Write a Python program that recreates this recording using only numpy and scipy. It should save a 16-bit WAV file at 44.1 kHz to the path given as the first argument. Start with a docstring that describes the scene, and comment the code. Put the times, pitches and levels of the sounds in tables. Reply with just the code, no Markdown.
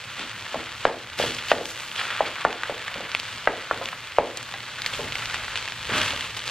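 """Kitchen stove, close stereo pair: egg fried rice sizzles in a wok as a wooden spatula chops and turns it.
Sizzle: random steam bursts, filtered, flaring as wet food meets hot metal; larger spits are damped rings.
Spatula: knocks ring damped modes of wok and blade; strokes, shoves and scrapes are filtered random bursts.
Knocks also make food patter and clumps drop; the wok's bare sides ring on. Stove murmur, hum and rumble below.
Room reflections, a phase-shifted microphone pair and a slowly recovering limiter shape the mix."""
import sys
import numpy as np
from scipy import signal
from scipy.fft import rfft, irfft, next_fast_len
from scipy.io import wavfile
from scipy.ndimage import uniform_filter1d, minimum_filter1d

SR = 44100
rng = np.random.default_rng(int(sys.argv[2]) if len(sys.argv) > 2 else 0)


def dump_mix(stems):
    """Bounce the given channels to the path in sys.argv[1] as a 16-bit WAV at rate SR."""
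    frames = np.atleast_2d(stems).T  # one column per channel
    limited = np.clip(frames, -1, 1)  # hard clip at full scale
    pcm = np.round(limited * 32767).astype(np.int16)
    wavfile.write(sys.argv[1], SR, pcm)


N = 286650
TIME = np.arange(N) / SR  # s
SIZE = next_fast_len(N + SR)  # FFT length, samples
FREQ = np.arange(SIZE // 2 + 1) * SR / SIZE  # Hz

# Resting food, sizzle highest once the egg has spread over the metal: t/s, level/dB
SIMMER_LEVEL = [(0, -42), (1.8, -40), (2.8, -41), (4.0, -43), (4.72, -40), (4.9, -37.5), (5.5, -37.5),
                (6.5, -40)]
# Wet food pressed onto hot metal, boiling off, and brief fizzes right after spits: t/s, rise/s, fade/s, sizzle
# level/dB, spray level/dB
FLARES = [(.15, 0.063, 0.12, -36, -79), (.42, 0.08, 0.11, -38.5, -67), (.78, 0.082, 0.042, -35, -58),
          (1.172, 0.017, 0.16, -29.5, -38), (1.4, 0.12, 0.068, -32.5, -40.5),
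          (1.6, 0.048, 0.44, -56, -43.5), (1.947, 0.012, 0.39, -36, -59), (3.1, 0.065, 0.69, -38.5, -73),
          (3.82, 0.025, 0.073, -44, -50), (4.791, 0.17, 0.29, -45, -44.5),
          (4.863, 0.0025, 0.012, -29.5, -36), (4.93, 0.0049, 0.019, -29.5, -44),
          (5.1, 0.14, 0.15, -37.5, -49), (5.34, 0.0021, 0.014, -27, -57), (5.555, .004, 0.064, -30, -56),
          (5.84, 0.16, 0.21, -28, -40), (6.367, 0.0022, 0.0097, -26, -33.5), (6.44, 0.037, .1, -32.5, -41)]
# Steam burst spectrum: f/Hz, relative level/dB
SIZZLE_SPECTRUM = [(100, -30), (400, -8), (560, -3.5), (710, -12), (850, -2), (1150, -1), (1500, -1.5),
                   (1700, -1), (1900, 0), (2500, 1.5), (3150, 2), (3390, 0.5), (3650, -1), (4100, -4),
                   (4380, -3.5), (4700, -6.5), (5200, -10.5), (7000, -12), (9000, -13), (13000, -78)]
# Fine spray spectrum: f/Hz, relative level/dB
SPRAY_SPECTRUM = [(1500, -25), (3500, -4), (5000, 1), (6500, 1.5), (8000, 0), (10000, 0), (12600, -3),
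                  (14000, -8.5), (16000, -14)]
# Sizzle that differs at each capsule: f/Hz, gain/dB
DIFFUSE_GAIN = [(60, -30), (130, -23), (300, -18), (700, -18), (1400, -21), (2500, -17), (4400, -3),
                (7000, -4), (10000, -11), (15000, -7)]
# Stove murmur spectrum: f/Hz, relative level/dB
STOVE_SPECTRUM = [(20, -35), (40, -25), (75, -8.5), (110, 4), (150, -3), (250, -6.5), (500, -22.5),
                  (1000, -28), (4000, -20)]
# Deep rumble spectrum: f/Hz, relative level/dB
RUMBLE_SPECTRUM = [(20, -31), (38, 2), (70, -1.5), (100, 7), (150, -2.5), (200, -11), (1000, -27)]
# Deep rumble, swelling as the food is turned over: t/s, level/dB
RUMBLE_LEVEL = [(0, -58), (1.3, -49.5), (2, -58), (4.4, -56), (4.75, -57), (5.05, -43), (5.7, -47.5),
                (6.0, -40), (6.25, -47), (6.5, -51)]
# Blade pushes through the rice: t/s, length/s, level/dB
STROKES = [(0.162, 0.26, -39), (0.423, 0.4, -40), (1.173, 0.1, -23), (1.376, 0.2, -41), (1.978, 0.22, -29),
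           (2.075, 0.39, -33), (2.345, 1, -39), (3.526, 0.43, -39.5), (4.774, 0.39, -39),
           (5.113, 0.53, -38), (5.884, 0.31, -27)]
# Tearing grain spectrum: f/Hz, relative level/dB
RICE_SPECTRUM = [(60, -20), (250, -32), (550, -5.5), (900, -4), (1400, 5), (2100, 1.5), (3500, -2.5),
                 (8000, -40.5)]
# Bare wok sides, undamped by food: f/Hz, level for a full knock before build-up/dB, t60/s
SIDE_MODES = [(99, -49, 0.37), (176, -46, 0.35), (247, -35.5, 0.47), (327.8, -39, 0.64), (455, -33, 0.25),
              (614, -35, 0.38), (735, -37, 0.16), (854, -39, 0.24), (1188, -36, 0.17), (3400, -44, .08)]
# Loud spits of oil and egg, grains snapping under the blade: t/s, peak level/dB, centre f/Hz
SPITS = [(.195, -17, 2510), (.841, -29, 2530), (.8532, -8.5, 3100), (1.133, -24, 3500), (1.19, -14, 3680),
         (1.212, -26, 3360), (1.3065, -17, 3290), (1.348, -14, 5550), (1.381, -25, 3330),
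         (1.386, -16, 2700), (1.485, -14, 2800), (1.517, -3, 2750), (1.5825, -17, 3500),
         (1.656, -10.5, 4600), (1.916, -16.5, 2720), (2.0115, -27, 1920), (2.174, -16.5, 2480),
         (2.4505, -15, 4200), (2.5285, -14, 2480), (2.6344, -13, 2270), (2.8815, -14.5, 1880),
         (2.942, -15, 2660), (3.1168, -13.5, 3300), (3.1495, -4.5, 2070), (3.165, -23, 2600),
         (3.1987, -12.5, 3600), (3.857, -11, 3170), (3.888, -15, 2530), (4.1855, -17, 3300),
         (4.373, -9, 7460), (4.429, -17, 9100), (4.5395, -15.5, 1950), (4.605, -19.5, 2260),
         (4.8195, -11, 3800), (4.8453, -18, 1840), (4.8618, -13, 1600), (4.8628, -5.5, 4200),
         (4.9375, -20, 3000), (5.123, -11.5, 2400), (5.155, -11.5, 2000), (5.257, -14.5, 3020),
         (5.298, -18, 2600), (5.344, -11, 1730), (5.367, -19, 1440), (5.437, -22, 2470), (5.481, -19, 2000),
         (5.557, -9.5, 2140), (5.575, -11, 2580), (5.6785, -17, 1810), (5.6855, -15, 2200),
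         (5.722, -14.5, 2040), (5.9805, -7, 2430), (6.0163, -6, 1900), (6.0615, -13, 3360),
         (6.083, -15, 3620), (6.1068, -11.5, 3000), (6.163, -13.5, 2260), (6.204, -24, 2280),
         (6.209, -12, 2860), (6.223, -23, 2300), (6.366, -18.5, 3240), (6.3935, -19.5, 3300),
         (6.478, -11.5, 3200)]
# Spit spectrum: f/Hz, relative level/dB
SPIT_SPECTRUM = [(100, -13), (600, -2.5), (1500, 0), (3300, 0), (5500, -5.5), (9000, -10), (13000, -10),
                 (16000, -18)]
# Heavy shoves that shake the wok: t/s, length/s, level/dB
SHOVES = [(0.177, 0.1, -43), (0.517, 0.13, -39.5), (1.179, 0.16, -32.5), (1.526, 0.17, -37.5),
          (2.95, 0.14, -40.5), (3.764, 0.1, -43), (4.981, 0.14, -37), (5.905, 0.15, -30.5),
          (6.095, 0.053, -39.5)]
# Wok shudder spectrum: f/Hz, relative level/dB
SHUDDER_SPECTRUM = [(30, -23), (100, 6), (150, 1.5), (240, 4.5), (310, 5), (470, -2.5), (650, -1),
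                    (900, -7.5), (2000, -26), (8000, -58)]
# Spatula knocks: t/s, wok level/dB, blade level/dB, contact cut-off f/Hz,
# wok pitch/ratio (spot struck), blade pitch/ratio (grip), ring time/ratio (food there)
KNOCKS = [(0.5434, -16.5, -12.5, 1000, 1.07, 0.89, 0.98), (0.556, -19, -29, 900, 1.13, 1, 1.6),
          (0.8526, 2, 2, 2350, 1.11, 0.87, 0.28), (1.1985, -9.5, -14, 840, 0.97, 1.05, 0.68),
          (1.2106, -21.5, -20, 860, 0.73, 0.71, 0.68), (1.238, -14.5, -28, 700, 0.795, .85, 1.1),
          (1.516, 1.5, -2.5, 2650, 1.12, 0.98, 0.68), (1.61, -18.5, -30, 700, 0.87, 0.85, 1.2),
          (2.206, -5.5, -13, 1200, 1.11, 0.67, 1.1), (2.45, -2.5, 2.5, 1610, 1.26, 0.94, 0.41),
          (2.634, -51, -10.5, 1910, 0.79, 1.02, 0.61), (2.6958, -14.5, -6.5, 755, 1.02, 0.92, 0.79),
          (2.8789, -55, -17, 2300, 0.99, 1.46, 1.4), (2.958, -24.5, -24, 800, 0.99, 0.89, 0.67),
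          (3.005, -23, -19, 890, 0.93, 0.94, 1.2), (3.4738, -3, 2.5, 2380, 1.13, 1.05, 0.47),
          (3.711, -14, -4, 1710, 1.11, 0.93, 0.52), (3.813, -21, -15, 891, 0.94, 0.84, 4),
          (3.929, -50, -18.5, 1600, 1.1, 0.88, 0.59), (4.1846, 2, -6, 1430, 1.02, 0.81, 0.43),
          (4.539, -27, -23, 2380, 1.36, 1.33, 2.3), (4.992, -20, -15, 700, 0.82, 0.86, 1.7),
          (4.999, -24, -17.5, 800, 0.74, 0.72, 1.8), (5.894, -21.5, -19, 704, 0.61, 0.73, 0.95),
          (6.133, -24.5, -32, 790, 0.98, .85, 2.2)]
# Food-loaded wok bottom, before each knock's ratios: f/Hz, relative level/dB, t60/s
WOK_MODES = [(507, -25, 0.033), (560, -10, 0.035), (582, 9, 0.028), (745, 12, 0.011), (904, -2, 0.0068)]
# Wooden blade, before each knock's ratios: f/Hz, relative level/dB, t60/s
BLADE_MODES = [(1223, 9, 0.055), (1506, 17, 0.027), (1860, 9.5, 0.053), (2340, -28, 0.015),
               (2600, 5.5, 0.046)]
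# Pattering food spectrum: f/Hz, relative level/dB
RATTLE_SPECTRUM = [(80, -5), (250, -6.5), (450, -7.5), (600, -10.5), (850, 6.5), (1400, -19.5),
                   (2200, -7.5), (6000, -53)]
# Kitchen wall echoes: delay/s, level/dB
ECHOES = [(.018, -29), (.048, -20), (.093, -26.5), (.116, -26)]
# Wooden edge scraping over hot metal: t/s, rise/s, fade/s, level/dB
SCRAPES = [(1.178, 0.029, 0.054, -25), (1.27, 0.011, 0.015, -33), (1.37, 0.017, 0.022, -34),
           (1.478, 0.033, 0.0098, -20), (1.965, 0.018, 0.028, -30.5), (2.252, 0.012, 0.012, -26),
           (5.57, 0.0046, .04, -35.5), (5.865, 0.095, 0.08, -31)]
# Scrape spectrum: f/Hz, relative level/dB
GRIT_SPECTRUM = [(200, -39), (900, -13), (1300, 1), (1800, 4), (2300, 0.5), (3100, 6), (3390, 8),
                 (3700, -1), (4600, -1), (5400, -9), (9000, -21.5)]
# Room tail colour: f/Hz, gain/dB
ROOM_GAIN = [(60, 10), (160, 9.5), (260, 13), (370, 3.5), (470, -0.5), (650, -5.5), (1000, -9),
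             (2000, -6.5), (5000, -6), (15000, -11)]
# Microphone pair: f/Hz, left lead over right/rad
CAPSULE_PHASE = [(100, 0), (2500, .06), (3300, .25), (4000, .5), (5000, 1.15), (6000, 1.55), (8000, 2.0),
                 (9000, 2.6), (10500, 3.1), (13000, 3.8), (16000, 4.0)]

SURGE_PER_S, SURGE_DB, SPRAY_SURGE_DB = 22, .9, 1.6  # wet patches come and go
SPRAY_DB = -18  # resting spray re. resting sizzle
STROKE_ATTACK_S, STROKE_RELEASE_S = 0.019, 0.22
DRAG_DB = -41.5  # rice shifting around the blade, also between strokes
STRAY_PER_S, STRAY_DB, STRAY_SPREAD_DB = 9, 12, 2.5  # peak re. simmer level
STRAY_HZ, STRAY_SPREAD_OCTAVES = 2750, 0.57
CLUMP_DB, CLUMP_FALL_S, CLUMP_FADE_S, CLUMP_CYCLES = -20, .12, 0.066, 2.53
CLUMP_HZ, CLUMP_SPREAD_OCTAVES = 623, 0.54
ROOM_T60_S = .45
LEFT_DB = 1.0  # wide layer: left up, right down by this much
HEADROOM = 1.73  # saturation amplitude
CEILING_DB, RECOVERY_DB_PER_S, LIMITER_WINDOW_S = -.5, 9.5, .004
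TOP_HZ = 15200


def undb(db):
    """Decibels to amplitude gain."""
    return 10 ** (np.asarray(db) / 20)


def unit(x):
    """Scale to rms 1."""
    return x / np.sqrt(np.mean(x ** 2))


def curve(rows):
    """Columns of a time table, interpolated at every sample."""
    s, *columns = np.transpose(rows)
    return [np.interp(TIME, s, c) for c in columns]


def across(points):
    """Frequency table, interpolated over log frequency at every bin."""
    hz, value = np.transpose(points)
    return np.interp(np.log(FREQ + 1), np.log(hz), value)


def colour(x, points):
    """Minimum-phase filter with the given spectrum; clicks keep their sharp front."""
    cepstrum = irfft(np.log(undb(across(points))), SIZE)
    # fold onto positive time: causal
    cepstrum[1:SIZE // 2] *= 2
    cepstrum[SIZE // 2 + 1:] = 0
    response = np.exp(rfft(cepstrum))
    return irfft(rfft(x, SIZE) * response, SIZE)[:N]


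def walk(rate):
    """Slow random variation, rms 1: random steps at the given rate/Hz, smoothed twice."""
    k = max(int(SR / rate), 2)
    steps = np.repeat(rng.standard_normal(N)[:N // k + 1], k)
    smooth = uniform_filter1d(uniform_filter1d(steps, k), k)
    return unit(smooth[:N])


def bursts(rate, spread_db, limit):
    """Random one-sample bursts of either sign, log-normal size capped at limit spreads, rms 1."""
    happens = rng.random(N) < rate / SR
    size = undb(spread_db * np.minimum(rng.standard_normal(N), limit))
    return unit(happens * size * rng.choice([-1, 1], N))


def add(track, s, sound):
    """Mix a sound into the track at time s."""
    i = max(int(s * SR), 0)
    track[i:i + len(sound)] += sound[:N - i]


def decaying_modes(modes, t):
    """Sum of exponentially decaying sines, all starting together."""
    return sum(undb(db) * np.sin(2 * np.pi * hz * t) * np.exp(-np.log(1000) * t / t60)
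               for hz, db, t60 in modes)


def swell(s, rise_s, fade_s, power=1):
    """Rise from time s to 1, then exponential fade."""
    rise = np.clip((TIME - s) / rise_s, 0, 1) ** power
    return rise * np.exp(-np.maximum(TIME - s - rise_s, 0) / fade_s)


def frying_levels():
    """Sizzle and spray levels/dB: flares build as food is pressed down or fizz briefly after a spit, then die
    away over the simmer."""
    simmer_db, = curve(SIMMER_LEVEL)
    sizzle_power = undb(simmer_db) ** 2
    spray_power = undb(simmer_db + SPRAY_DB) ** 2
    for s, rise_s, fade_s, sizzle_db, spray_db in FLARES:
        flare = swell(s, rise_s, fade_s)
        sizzle_power = sizzle_power + (undb(sizzle_db) * flare) ** 2
        spray_power = spray_power + (undb(spray_db) * flare) ** 2
    return 10 * np.log10(sizzle_power), 10 * np.log10(spray_power)


def sizzle(sizzle_db, spray_db):
    """Dense steam bursts, a finer spray above, and sparse crackles that grow less in a flare."""
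    simmer_db, = curve(SIMMER_LEVEL)
    surge = walk(rate=SURGE_PER_S)
    steam = bursts(rate=4500, spread_db=4.5, limit=2.2)
    steam = steam * undb(.9 * walk(rate=100) + SURGE_DB * surge)
    steam = unit(colour(steam, SIZZLE_SPECTRUM))
    crackle = unit(colour(bursts(rate=85, spread_db=6, limit=1.2), SIZZLE_SPECTRUM))
    spray = bursts(rate=3200, spread_db=6.5, limit=2.6) * undb(SPRAY_SURGE_DB * surge)
    spray = unit(colour(spray, SPRAY_SPECTRUM))
    crackle_db = (sizzle_db + simmer_db) / 2 - 3.5
    return steam * undb(sizzle_db) + crackle * undb(crackle_db) + spray * undb(spray_db)


def stove():
    """Low murmur with faint mains hum, and deep noise that swells as the food is turned over."""
    rumble_db, = curve(RUMBLE_LEVEL)
    hum = undb(-61.5) * np.sin(2 * np.pi * 120 * TIME)
    murmur = unit(colour(rng.standard_normal(N), STOVE_SPECTRUM))
    murmur = murmur * undb(-49.0 + 1.0 * walk(rate=18))
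    rumble = unit(colour(rng.standard_normal(N), RUMBLE_SPECTRUM)) * undb(rumble_db)
    return hum + murmur + rumble


def stirring():
    """Sticky grains tear apart in uneven clusters ahead of the blade."""
    power = undb(DRAG_DB) ** 2
    for s, length, db in STROKES:
        attack = (TIME - s) / STROKE_ATTACK_S
        release = (s + length - TIME) / STROKE_RELEASE_S
        push = np.clip(np.minimum(attack, release), 0, 1)
        power = power + (undb(db) * push) ** 2
    clustering = undb(3.0 * np.tanh(walk(rate=160)))
    grains = bursts(rate=1800, spread_db=4.5, limit=1.5) * clustering
    return unit(colour(grains, RICE_SPECTRUM)) * np.sqrt(power)


def sides(shudder, drag, grind, push_cycles=1.34, softness=.6, build_s=0.011):
    """Knocks, shoves, strokes and scrapes ring the sides; a cushioned knock pushes longer, so rings lower."""
    t = TIME[:SR // 2]
    force = undb(-22) * shudder + undb(-19) * drag + undb(-2.0) * grind
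    for s, wok_db, _, contact_hz, *_ in KNOCKS:
        push = np.hanning(int(SR * push_cycles / contact_hz) + 3)
        add(force, s, undb(softness * wok_db) * push / push.sum())
    response = decaying_modes(SIDE_MODES, t) * (1 - np.exp(-t / build_s))
    return signal.fftconvolve(force, response)[:N]


def stray_spits():
    """Small spits at random times, their level following the simmer: t/s, peak level/dB, centre f/Hz."""
    simmer_db, = curve(SIMMER_LEVEL)
    count = int(STRAY_PER_S * N / SR)
    starts, chance = rng.integers(0, N, count), rng.standard_normal((count, 2))
    rows = []
    for i, (loud, high) in zip(starts, chance):
        peak_db = simmer_db[i] + STRAY_DB + STRAY_SPREAD_DB * loud
        rows.append((TIME[i], peak_db, STRAY_HZ * 2 ** (STRAY_SPREAD_OCTAVES * high)))
    return rows


def spits(rows, cycles=1.0):
    """Blisters and crushed grains snap: a damped ring in a millisecond cluster with a weak longer tail."""
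    out, t = np.zeros(N), TIME[:SR // 20]
    snap = colour(np.ones(1), SPIT_SPECTRUM)[:len(t)]
    for s, db, hz in rows:
        blister = np.cos(2 * np.pi * hz * t) * np.exp(-2 * t * hz / cycles)
        cluster_fade = .22 * np.exp(-t / .0009) + .02 * np.exp(-t / .006)
        cluster = rng.standard_normal(len(t)) * cluster_fade
        cluster[0] = 1
        pop = signal.fftconvolve(blister, snap)[:len(t)]
        pop = signal.fftconvolve(pop, cluster)[:len(t)]
        add(out, s, undb(db) * pop / np.abs(pop).max())
    return out


def shoves():
    """Blade sticks and slips, hardest a third of the way through each push; the wok shudders."""
    force = np.zeros(N)
    for s, length, db in SHOVES:
        travel = np.linspace(0, 1, int(length * SR))
        add(force, s, undb(db) * 2 * np.sqrt(travel) * (1 - travel))
    slips = bursts(rate=1400, spread_db=3, limit=1.5)
    return force * unit(colour(slips, SHUDDER_SPECTRUM))


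def ring(modes, t, radiates_hz=480):
    """Struck modes, peak 1; motion below the high-pass radiates little."""
    high_pass = signal.butter(4, radiates_hz, "high", fs=SR, output="sos")
    y = signal.sosfilt(high_pass, decaying_modes(modes, t))
    return y / np.abs(y).max()


def knocks():
    """Wood strikes wok; food under the edge softens contact, takes off the top and damps the ring."""
    out, t = np.zeros(N), TIME[:SR // 2]
    for s, wok_db, blade_db, contact_hz, wok_pitch, blade_pitch, lasting in KNOCKS:
        wok = ring(np.array(WOK_MODES) * [wok_pitch, 1, lasting], t)
        blade = ring(np.array(BLADE_MODES) * [blade_pitch, 1, lasting], t)
        cushion = signal.butter(4, contact_hz, fs=SR, output="sos")
        blow = undb(wok_db) * wok + undb(blade_db) * blade
        add(out, s, signal.sosfilt(cushion, blow))
    return out


def rattle(level_db=-27, fade_s=0.032):
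    """Each knock jolts the food, which patters back onto the metal as fading random bursts."""
    jolt = np.zeros(N)
    fade = np.exp(-TIME[:SR // 2] / fade_s)
    for s, wok_db, blade_db, *_ in KNOCKS:
        add(jolt, s, (undb(wok_db) + undb(blade_db) / 2) * fade)
    patter = bursts(rate=1200, spread_db=3, limit=1.5)
    return jolt * undb(level_db) * unit(colour(patter, RATTLE_SPECTRUM))


def clumps(count=7):
    """Clumps thrown up by a knock drop back as dull taps, each at its own pitch, late ones softer."""
    out, t = np.zeros(N), TIME[:SR // 20]
    for (s, wok_db, blade_db, *_), chance in zip(KNOCKS, rng.random((len(KNOCKS), count, 2))):
        jolt = (undb(wok_db) + undb(blade_db)) / 2 * undb(CLUMP_DB)
        for k, (late, high) in enumerate(chance):
            fall_s = CLUMP_FALL_S * (k + .5 + late) / count
            turns = t * CLUMP_HZ * 2 ** (CLUMP_SPREAD_OCTAVES * (2 * high - 1))
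            age = 2 * turns / CLUMP_CYCLES
            tap = age * np.exp(1 - age) * np.sin(2 * np.pi * turns)
            add(out, s + fall_s, jolt * np.exp(-fall_s / CLUMP_FADE_S) * tap)
    return out


def echoes(x, dull_hz=650):
    """Walls return the low part of each knock a few times."""
    out = np.zeros(N)
    low = signal.sosfilt(signal.butter(2, dull_hz, fs=SR, output="sos"), x)
    for delay, db in ECHOES:
        add(out, delay, undb(db) * low)
    return out


def scraping():
    """Edge grinds over stuck grains in a coarse, uneven crunch that swells and fades."""
    speed = np.zeros(N)
    for s, rise_s, fade_s, db in SCRAPES:
        speed += undb(db) * swell(s, rise_s, fade_s, power=2)
    unevenness_rate = 220
    catches = bursts(rate=1700, spread_db=3.5, limit=1.2)
    catches = catches * undb(4.0 * np.tanh(walk(rate=unevenness_rate)))
    return speed * unit(colour(catches, GRIT_SPECTRUM))


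def kitchen(x, wet_db, early_db, early_s=0.0019):
    """Quick reflections from hob and counter, plus a short, dark room tail: decaying noise."""
    def reflections(fade_s):
        """Decaying noise after a 4 ms gap, energy 1."""
        h = rng.standard_normal(N) * np.exp(-TIME / fade_s) * (TIME > .004)
        return h / np.sqrt(np.sum(h ** 2))
    tail = undb(wet_db) * colour(reflections(ROOM_T60_S / np.log(1000)), ROOM_GAIN)
    response = tail + undb(early_db) * reflections(early_s)
    return signal.fftconvolve(x, response[:SR])[:N]


def microphones(x):
    """Opposite phase turns: the two capsules agree in the bass and oppose in the treble."""
    turn = np.exp(.5j * across(CAPSULE_PHASE))
    sound = rfft(x, SIZE)
    return np.array([irfft(sound * port, SIZE)[:N] for port in (turn, turn.conj())])


def scene():
    """Wok just in front of the pair; its far sides and the room reach each capsule differently."""
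    blows, shudder, drag, grind = knocks(), shoves(), stirring(), scraping()
    thuds = rattle() + clumps() + shudder + sides(shudder, drag, grind)
    sizzle_db, spray_db = frying_levels()
    food = sizzle(sizzle_db, spray_db) + drag + grind + spits(SPITS + stray_spits())
    blow_room = kitchen(blows, wet_db=-6.0, early_db=-20.5) + echoes(blows)
    food_room = kitchen(food, wet_db=-15, early_db=-21)
    near = microphones(blows + thuds + food + blow_room + food_room + stove())
    wide = []
    for _ in range(2):  # independent draws per capsule
        far_sizzle = colour(sizzle(sizzle_db, spray_db), DIFFUSE_GAIN)
        wide.append(far_sizzle + kitchen(blows + thuds, wet_db=-27, early_db=-21))
    return near + np.array(wide) * undb([[LEFT_DB], [-LEFT_DB]])


def record(dry):
    """Saturate, limit peaks on both channels alike so the sizzle ducks and creeps back, cut the top."""
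    dry = HEADROOM * np.tanh(dry / HEADROOM)
    peak_db = 20 * np.log10(np.abs(dry).max(axis=0) + 1e-9)
    over_db = np.maximum(peak_db - CEILING_DB, 0)
    recovered_db = RECOVERY_DB_PER_S * TIME
    gain_db = recovered_db - np.maximum.accumulate(over_db + recovered_db)
    window = int(LIMITER_WINDOW_S * SR)  # centred, so the gain falls ahead of the peak
    gain_db = uniform_filter1d(minimum_filter1d(gain_db, window), window)
    low_pass = signal.ellip(8, .2, 70, TOP_HZ, fs=SR, output="sos")
    return signal.sosfilt(low_pass, dry * undb(gain_db))


dry = scene()
out = record(dry)
dump_mix(out)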